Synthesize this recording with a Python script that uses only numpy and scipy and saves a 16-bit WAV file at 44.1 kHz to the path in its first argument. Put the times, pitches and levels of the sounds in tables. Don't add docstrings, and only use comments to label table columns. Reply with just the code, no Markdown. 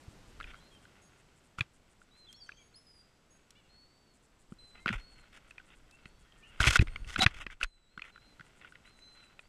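import sys
import numpy as np
from scipy import signal
from scipy.fft import rfft, irfft
from scipy.io import wavfile

SR = 44100
rng = np.random.default_rng(int(sys.argv[2]) if len(sys.argv) > 2 else 0)


def bounce(signal):
    frames = np.transpose(np.atleast_2d(signal))
    limited = np.clip(frames, -1, 1)
    pcm = np.round(limited * 32767).astype(np.int16)
    wavfile.write(sys.argv[1], SR, pcm)


N = 418068

# t/s, hiss level/dB, body rumble level/dB, cloth rustle level/dB
BACKGROUND_LEVELS = [(0.0, -59.5, -75, -102), (0.45, -60, -49.5, -66.5), (0.84, -63, -81.5, -71.5),
                     (1.63, -67.5, -72, -77.5), (4.36, -68, -73, -81.5), (4.94, -65.5, -54.5, -75.5),
                     (5.28, -66.5, -65, -68.5), (6.28, -66.5, -66.5, -74), (6.62, -64.5, -60.5, -63.5),
                     (6.76, -61.5, -42, -59.5), (7.44, -68, -48.5, -68.5), (7.71, -77, -71.5, -85.5),
                     (8.29, -65.5, -68.5, -69.5), (9.48, -67, -69, -74)]
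# f/Hz, relative level/dB
HISS_COLOUR = [(12, -33.5), (20, -4), (161, -4), (404, -9.5), (465, -11), (985, -15), (4430, -22.5),
               (7310, -26), (7950, -26), (8880, -29), (13900, -36), (15500, -62)]
# f/Hz, relative level/dB, time to fade by 60 dB/s
HOUSING_MODES = [(740, -21.5, 0.0073), (1300, -6.5, 0.004), (1456, 5, 0.012), (1643, -7.5, 0.024),
                 (2000, 4.5, 0.0057), (2350, -4, 0.016), (2582, 0.5, 0.012), (3316, 6.5, 0.0042),
                 (3700, -2.5, 0.0093), (4900, -8, 0.0071)]
# t/s, peak level of the ring/dB, favoured f/Hz
KNOCK_LIST = [(0.401, -35, 1280), (0.409, -33.5, 1470), (.4215, -50, 2580), (0.429, -40.5, 3430),
              (0.441, -37.5, 2470), (0.5356, -48, 1450), (0.543, -41, 1260), (.553, -49, 1400),
              (.748, -56, 2600), (0.853, -48.5, 1600), (1.585, -29, 1290), (1.6076, -15.5, 2370),
              (2.0158, -49.5, 1460), (2.4904, -34, 1620), (2.5182, -43, 2480), (4.5222, -49, 1130),
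              (4.8594, -19.5, 1340), (4.871, -29, 2440), (4.879, -20.5, 2460), (4.89, -20, 1720),
              (4.905, -32, 1430), (5.5081, -42, 2450), (5.5804, -36.5, 2500), (5.5992, -47.5, 1550),
              (6.0558, -39.5, 2540), (6.322, -50, 3200), (6.6032, -15, 1550), (6.629, -17.5, 3150),
              (6.6405, -14.5, 2090), (6.67, -15, 1840), (6.6764, -15.5, 2670), (6.711, -23, 1920),
              (6.7563, -11.5, 1497), (6.762, -13, 1550), (6.791, -19, 2500), (6.8113, -29, 1930),
              (6.8718, -34.5, 2320), (6.8812, -38.5, 2080), (6.959, -29, 2200), (7.045, -43.5, 2630),
              (7.1598, -19.5, 1310), (7.22, -14.5, 4170), (7.2632, -7, 1930), (7.465, -29, 1920),
              (7.5008, -40.5, 1740), (7.612, -24.5, 1534), (7.6294, -18, 2440), (7.6431, -30.5, 1450),
              (7.9763, -34, 1420), (7.994, -36, 2060), (8.019, -31.5, 2530), (8.0406, -41, 2010),
              (8.1588, -43, 1420), (8.1772, -46.5, 1480), (8.396, -41.5, 1400), (8.4082, -39, 1540),
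              (8.613, -45, 2000), (8.6463, -41.5, 1420), (8.7223, -46, 1505), (8.7546, -42.5, 2020),
              (8.989, -52, 2100), (9.238, -53, 2600), (9.3921, -38.5, 2430)]
# t/s, length/s, rms level of the ring/dB, treble hiss level relative to it/dB
RUB_LIST = [(0.461, 0.064, -56, -19), (1.576, 0.025, -47.5, -7.5), (4.745, 0.063, -60.5, -33),
            (4.877, 0.048, -42.5, -20), (4.924, 0.049, -41, -16.5), (4.971, 0.06, -58.5, -13),
            (5.153, 0.056, -65.5, -23), (5.32, 0.075, -59.5, -8.5), (5.684, 0.077, -63.5, -21),
            (6.599, 0.048, -34.5, -5), (6.645, 0.039, -31.5, -7.5), (6.666, 0.028, -27, -5.5),
            (6.687, 0.071, -34.5, -3), (6.748, 0.026, -33.5, 0.5), (6.804, 0.028, -43, -6),
            (7.063, 0.1, -49.5, -5), (7.178, 0.028, -35.5, -8), (7.202, 0.048, -31, -4.5),
            (7.261, 0.073, -57.5, -13.5), (7.337, 0.063, -53, -10.5), (7.397, 0.046, -47, -13),
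            (7.501, 0.044, -54.5, -12.5), (7.598, 0.042, -55, -7.5), (7.628, 0.025, -41.5, -2),
            (8.006, 0.11, -58.5, -15), (8.602, 0.1, -60, -28), (8.843, 0.081, -65.5, -16),
            (9.14, .11, -66.5, -14)]
# t/s, peak level of the swing/dB, swing f/Hz,
# fade length/swings (a larger number lasts longer)
JOLT_LIST = [(0.079, -40.5, 87, 2.5), (0.463, -54, 59, 11), (1.586, -37, 108, 1.5),
             (1.605, -28.5, 113, 4.5), (4.521, -36.5, 205, 4), (4.861, -31, 223, 3.5),
             (4.901, -29.5, 211, 8), (4.909, -37, 111, 12.5), (4.949, -32.5, 33.7, 3.5),
             (6.058, -43.5, 161, 2), (6.603, -19, 65.4, 2.1), (6.621, -27, 51, 2.1), (6.669, -18, 97.4, 5),
             (6.683, -18.5, 72, 3), (6.702, -29.5, 50, 3), (6.794, -9.5, 85, 2), (6.811, -16, 69, 2.5),
             (6.824, -19, 161, 1.4), (6.87, -33.5, 33.3, 3), (7.016, -29.5, 23.2, 1.3),
             (7.064, -41.5, 51, 5.5), (7.158, -46, 196, 11), (7.18, -33, 88, 5.5), (7.19, -26.5, 245, 4.5),
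             (7.225, -31.5, 211, 10), (7.261, -15, 99.5, 2.5), (7.359, -37.5, 40.6, 1.5),
             (7.466, -42, 203, 2.5), (7.633, -31.5, 25.2, 2.3), (7.975, -45, 193, 4), (8.4, -48.5, 151, 5)]
# t/s, length/s, level of the lower partial/dB
PEEP_LIST = [(1.016, 0.074, -66), (2.601, 0.086, -67.5), (3.302, 0.078, -67), (6.954, 0.064, -73),
             (7.65, 0.045, -75)]
# t/s, peak level/dB
TICK_LIST = [(2.3278, -42), (3.5063, -44.5), (5.5076, -50.5), (5.9107, -50.5)]
# t/s, length/s, middle f/Hz, width/Hz, rms level before the swell/dB
SQUEAK_LIST = [(7.197, .05, 3890, 152, -27), (7.2, .05, 750, 61.7, -33)]
# t/s, length/s, first f/Hz, middle f/Hz, last f/Hz,
# first level/dB, last level/dB, level of the octave above relative to the tone/dB
WHISTLE_LIST = [ (.51, 0.094, 3310, 3190, 3370, -76, -66, -25),
                (.602, 0.1, 4000, 4120, 4140, -69, -72, -27), (.71, 0.073, 3330, 3200, 3060, -69, -65, -27),
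                (2.11, 0.16, 3780, 4130, 3930, -70, -65.5, -27),
                (2.264, 0.03, 3230, 3500, 3280, -66, -63, -27),
                (2.286, 0.04, 3310, 3170, 3250, -56, -67, -21),
                (2.31, 0.12, 3260, 3380, 3250, -69, -70, -10),
                (2.36, 0.046, 5330, 5530, 5530, -62, -64, -19),
                (2.4, 0.031, 4960, 4720, 4480, -58, -50.5, -31),
                (2.42, 0.046, 4570, 4530, 4230, -55.5, -62, -27),
                (2.34, .025, 4200, 4350, 4500, -58, -60, -27), (2.46, .032, 3210, 3100, 2960, -69, -70, 0),
                (2.505, 0.078, 3170, 3070, 3280, -70, -75, -1.5),
                (2.568, 0.027, 3420, 3190, 3130, -65, -63, -2),
                (2.59, 0.041, 3330, 3260, 3050, -69, -67, -3),
                (2.58, 0.06, 2380, 2320, 2200, -69, -72, -27),
                (2.74, 0.021, 4060, 4400, 4530, -57, -66, -16),
                (2.755, 0.13, 4940, 5260, 5070, -57, -90, -6),
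                (2.865, 0.16, 5040, 4920, 4720, -61.5, -65.5, -13),
                (3.69, 0.17, 4164, 4380, 4400, -69, -68.5, -28),
                (3.85, 0.31, 4400, 4560, 4250, -73.5, -82, -27),
                (4.585, 0.27, 4070, 4026, 3930, -59.5, -73, -14),
                (4.78, 0.097, 2010, 2120, 2160, -69, -66, -27),
                (4.99, 0.27, 4230, 4365, 4010, -62, -77.5, -25),
                (5.92, 0.047, 2636, 2670, 2730, -66, -61, -33),
                (6.03, .16, 4200, 4400, 4500, -83, -77, -27), (6.09, 0.28, 3460, 3320, 3130, -87, -76, -29),
                (6.28, 0.17, 1870, 1846, 1780, -78, -72.5, -25),
                (6.44, 0.04, 1830, 1780, 1790, -69, -72.5, -27),
                (6.425, 0.11, 1150, 1424, 1310, -76, -78, 12.5),
                (6.432, .05, 2840, 2970, 3250, -60.5, -72.5, -27),
                (6.83, .24, 4330, 4350, 4580, -80, -76, 1), (7.65, 0.25, 4090, 4000, 3830, -70, -78, -12),
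                (7.89, 0.21, 4060, 4220, 4000, -76, -78, -25.5),
                (8.12, .09, 4100, 4000, 3980, -69, -69, -29.5),
                (8.21, 0.14, 4030, 4130, 3940, -69.5, -73.5, -28),
                (8.858, 0.098, 3880, 4120, 4050, -64, -76, -21),
                (8.94, 0.089, 4000, 3990, 4030, -69, -68, -21),
                (9.02, 0.28, 4004, 4070, 3910, -57, -70.5, -21),
                (8.94, .17, 6400, 6320, 6200, -83, -76, -28),
                (9.42, 0.054, 4450, 4620, 4710, -83, -74, -27)]
# t/s, length/s, first, middle and last base f/Hz, level at the throat resonance/dB
NASAL_NOTES = [(3.551, .065, 533, 592, 530, -65.5), (3.63, .045, 577, 560, 535, -73)]
# first rasp t/s, wait until the second begins/s
RASP_PAIRS = [(0, .093), (.272, .118), (.561, .153), (.814, .2), (1.172, .185), (1.436, .154),
              (1.733, .162), (1.999, .167), (2.289, .144), (4.135, .089), (4.389, .113), (4.671, .129),
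              (5.106, .072), (5.341, .133), (5.654, .095), (5.92, .131), (6.19, .185), (6.47, .1),
              (8.445, .115), (8.686, .172), (8.965, .155), (9.226, .164)]

RASP_S, RASP_DB, TEETH_PER_S = 0.043, -74, 120
CRICKET_HZ, CRICKET_DB, PULSES_PER_S = 7700, -83.5, 58
PEEP_BASE_HZ, PEEP_TOP_DB = 3290, -9
NASAL_PEAK_HZ, NASAL_DB_PER_OCTAVE = 2830, 25
WAVER = .003
ECHO_T60_S, ECHO_DB = .75, -7.5
ROUGHNESS = 1.8
GRIP_DB, SLIP_SPREAD_DB = 3.0, 3.6
RUB_HZ = 2150
CUTOFF_HZ = 15700


def from_db(db):
    return 10 ** (np.asarray(db) / 20)


def rms_one(x):
    return x / np.sqrt(np.mean(x ** 2) + 1e-20)


def band(x, low_hz, high_hz):
    return signal.sosfilt(signal.butter(2, [low_hz, high_hz], "band", fs=SR, output="sos"), x)


def add(out, s, sound):
    i = max(round(s * SR), 0)
    out[i:i + len(sound)] += sound[:N - i]


def seconds(length):
    return np.arange(round(length * SR)) / SR


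def drift(rate_hz):
    r = np.exp(-2 * np.pi * rate_hz / SR)
    smooth = signal.lfilter([1], [1, -2 * r, r * r], rng.standard_normal(N + SR))
    return rms_one(smooth[SR:])


def grains(per_s, spread_db):
    size_db = spread_db * np.minimum(rng.exponential(1, N), 4)
    sizes = from_db(size_db) * rng.choice([-1, 1], N)
    return sizes * (rng.random(N) < per_s / SR)


def housing_ring(favoured_hz, focus_db_per_octave, draw):
    t = seconds(.03)
    hz, level_db, t60 = np.transpose(HOUSING_MODES)[:, :, None]
    strength, shift = np.reshape(draw, (2, -1, 1))
    distance_octaves = np.abs(np.log2(hz / favoured_hz))
    gain = from_db(level_db + GRIP_DB * strength - focus_db_per_octave * distance_octaves)
    hz = hz * (1 + 0.03 * shift)
    signs = (-1) ** np.arange(len(HOUSING_MODES))[:, None]
    return np.sum(signs * gain * from_db(-60 * t / t60) * np.sin(2 * np.pi * hz * t), axis=0)


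def microphone_hiss():
    hz = np.maximum(np.arange(N // 2 + 1) * SR / N, 10)
    colour_hz, colour_db = np.transpose(HISS_COLOUR)
    colour = from_db(np.interp(np.log(hz), np.log(colour_hz), colour_db))
    return rms_one(irfft(rfft(rng.standard_normal(N)) * colour, N))


def body_rumble():
    return rms_one(band(rng.standard_normal(N), 4.1, 40)) * from_db(1.9 * drift(8))


def cloth_rustle():
    ring = housing_ring(1900, 5.3, np.zeros(2 * len(HOUSING_MODES)))
    cloth = signal.fftconvolve(grains(1000, 3.7), ring)[:N]
    return rms_one(cloth) * from_db(3.4 * drift(9.9))


def background():
    s, *columns = np.transpose(BACKGROUND_LEVELS)
    hiss_db, rumble_db, rustle_db = [np.interp(np.arange(N) / SR, s, c) for c in columns]
    hiss = from_db(hiss_db) * microphone_hiss()
    rumble = from_db(rumble_db) * body_rumble()
    return hiss + rumble + from_db(rustle_db) * cloth_rustle()


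def cricket():
    t = np.arange(N) / SR
    pulses = 1 + 0.51 * np.sin(2 * np.pi * PULSES_PER_S * t + 1.0 * drift(1.4))
    tone = np.sin(2 * np.pi * CRICKET_HZ * t + 1.2 * drift(15))
    return from_db(CRICKET_DB) * pulses * tone * from_db(1.3 * drift(4.3))


def katydid():
    gate, t = np.zeros(N), seconds(RASP_S)
    teeth = 1 - 0.71 * np.cos(2 * np.pi * TEETH_PER_S * t)
    edges = np.clip(np.minimum(t, RASP_S - t) / 0.0056, 0, 1)
    for first, wait in RASP_PAIRS:
        add(gate, first, teeth * edges)
        add(gate, first + wait, teeth * edges)
    return from_db(RASP_DB) * gate * rms_one(band(rng.standard_normal(N), 6840, 9300))


def arc(length, first_hz, middle_hz, last_hz, attack_s=0.0045, release_s=0.011):
    t = seconds(length)
    u = 2 * t / length - 1
    slope = (last_hz - first_hz) / 2
    bend = (first_hz + last_hz) / 2 - middle_hz
    hz = middle_hz + slope * u + bend * u ** 2
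    hz = hz * (1 + WAVER * np.interp(t, np.arange(40) / 70, rng.standard_normal(40)))
    edges = np.clip(np.minimum(t / attack_s, (length - t) / release_s), 0, 1)
    return 2 * np.pi * np.cumsum(hz) / SR, edges


def whistles():
    out = np.zeros(N)
    for s, length, first_hz, middle_hz, last_hz, first_db, last_db, octave_db in WHISTLE_LIST:
        phase, edges = arc(length, first_hz, middle_hz, last_hz)
        tone = np.sin(phase) + from_db(octave_db) * np.sin(2 * phase)
        level = np.sqrt(2) * from_db(np.linspace(first_db, last_db, len(tone)))
        add(out, s, level * edges * tone)
    return out


def nasal_call():
    out, k = np.zeros(N), np.arange(3, 12)[:, None]
    for s, length, first_hz, middle_hz, last_hz, level_db in NASAL_NOTES:
        phase, edges = arc(length, first_hz, middle_hz, last_hz)
        distance_octaves = np.abs(np.log2(k * middle_hz / NASAL_PEAK_HZ))
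        gain = from_db(level_db - NASAL_DB_PER_OCTAVE * distance_octaves)
        add(out, s, edges * np.sum(gain * np.sin(k * phase), axis=0))
    return out


def peeps():
    out = np.zeros(N)
    for s, length, level_db in PEEP_LIST:
        t = seconds(length)
        phase = 2 * np.pi * PEEP_BASE_HZ * t
        edges = np.clip(np.minimum(t, length - t) / 0.0053, 0, 1)
        tone = np.sin(2 * phase) + from_db(PEEP_TOP_DB) * np.sin(3 * phase)
        add(out, s, from_db(level_db) * edges * tone)
    return out


def birds():
    calls = whistles() + nasal_call() + peeps()
    t = seconds(.6)
    echoes = rng.standard_normal(len(t)) * from_db(-60 * t / ECHO_T60_S)
    haze = signal.fftconvolve(calls, echoes / np.linalg.norm(echoes))[:N]
    return calls * from_db(1.86 * drift(7.7)) + from_db(ECHO_DB) * haze


def ticks():
    out, t = np.zeros(N), seconds(.012)
    for s, peak_db in TICK_LIST:
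        tick = band(rng.standard_normal(len(t)) * np.exp(-t / 0.0031), 2000, 9400)
        add(out, s, from_db(peak_db) * tick / np.abs(tick).max())
    return out


def squeaks():
    out = np.zeros(N)
    for s, length, hz, width, level_db in SQUEAK_LIST:
        t = seconds(length)
        tone = rms_one(band(rng.standard_normal(len(t)), hz - width / 2, hz + width / 2))
        add(out, s, from_db(level_db) * tone * np.sqrt(np.sin(np.pi * t / length)))
    return out


def jolts(thud_hz=320, thud_db=-3):
    out, t = np.zeros(N), seconds(0.12)
    thud = from_db(thud_db - 60 * t / 0.039) * np.sin(2 * np.pi * thud_hz * t)
    for s, peak_db, hz, swings in JOLT_LIST:
        swell = t * hz * from_db(-60 * t * hz / swings)
        wave = swell ** 1.7 * np.sin(2 * np.pi * hz * t)
        push = wave / np.abs(wave).max() + thud * hz / thud_hz
        add(out, s, -from_db(peak_db) * push)
    return out


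def rubs(edge_s=0.011):
    out = np.zeros(N)
    slips = grains(5000, SLIP_SPREAD_DB) * from_db(4.3 * drift(57))
    draws = rng.standard_normal((len(RUB_LIST), 2 * len(HOUSING_MODES)))
    for (s, length, level_db, hiss_db), draw in zip(RUB_LIST, draws):
        t, i = seconds(length), round(s * SR)
        edges = np.clip(np.minimum(t / edge_s, (length - t) / 0.02), 0, 1)
        stroke = slips[i:i + len(t)] * edges
        body = signal.fftconvolve(stroke, housing_ring(RUB_HZ, 12.0, .5 * draw))
        add(out, s, from_db(level_db) * body / np.std(body[:len(t)]))
        softened = signal.lfilter([1], [1, -.75], stroke)
        add(out, s, from_db(level_db + hiss_db) * rms_one(band(softened, 3500, 9300)))
    return out


def knocks(contact_s=0.0007, focus_db_per_octave=10.0, crack_db=-7, snap_db=-27, tail_db=-20):
    out, t, after = np.zeros(N), seconds(.012), seconds(.05)
    draws = rng.standard_normal((len(KNOCK_LIST), len(t) + 2 * len(HOUSING_MODES)))
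    push = t * np.exp(-t / contact_s)
    for (s, peak_db, hz), draw in zip(KNOCK_LIST, draws):
        rough = draw[:len(t)] * push
        contact = push * np.sin(2 * np.pi * hz * t) + ROUGHNESS * rough
        body = np.convolve(contact, housing_ring(hz, focus_db_per_octave, draw[len(t):]))
        crack = band(band(rough, 900, 3500), 720, 4100)
        snap = band(band(rough, 4500, 11000), 3500, 13000)
        tail = band(rng.standard_normal(len(after)), 900, 3200) * from_db(-60 * after / 0.081)
        for part, part_db in (body, 0), (crack, crack_db), (snap, snap_db), (tail, tail_db):
            add(out, s, from_db(peak_db + part_db) * part / np.abs(part).max())
    return out


def scene():
    nature = background() + cricket() + katydid() + birds()
    handling = ticks() + squeaks() + jolts() + rubs() + knocks()
    return (nature + handling)[None]


def record(dry):
    dull = signal.sosfilt(signal.butter(1, 12000, fs=SR, output="sos"), dry)
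    return signal.sosfilt(signal.cheby2(12, 70, CUTOFF_HZ, fs=SR, output="sos"), dull)


dry = scene()
out = record(dry)
bounce(out)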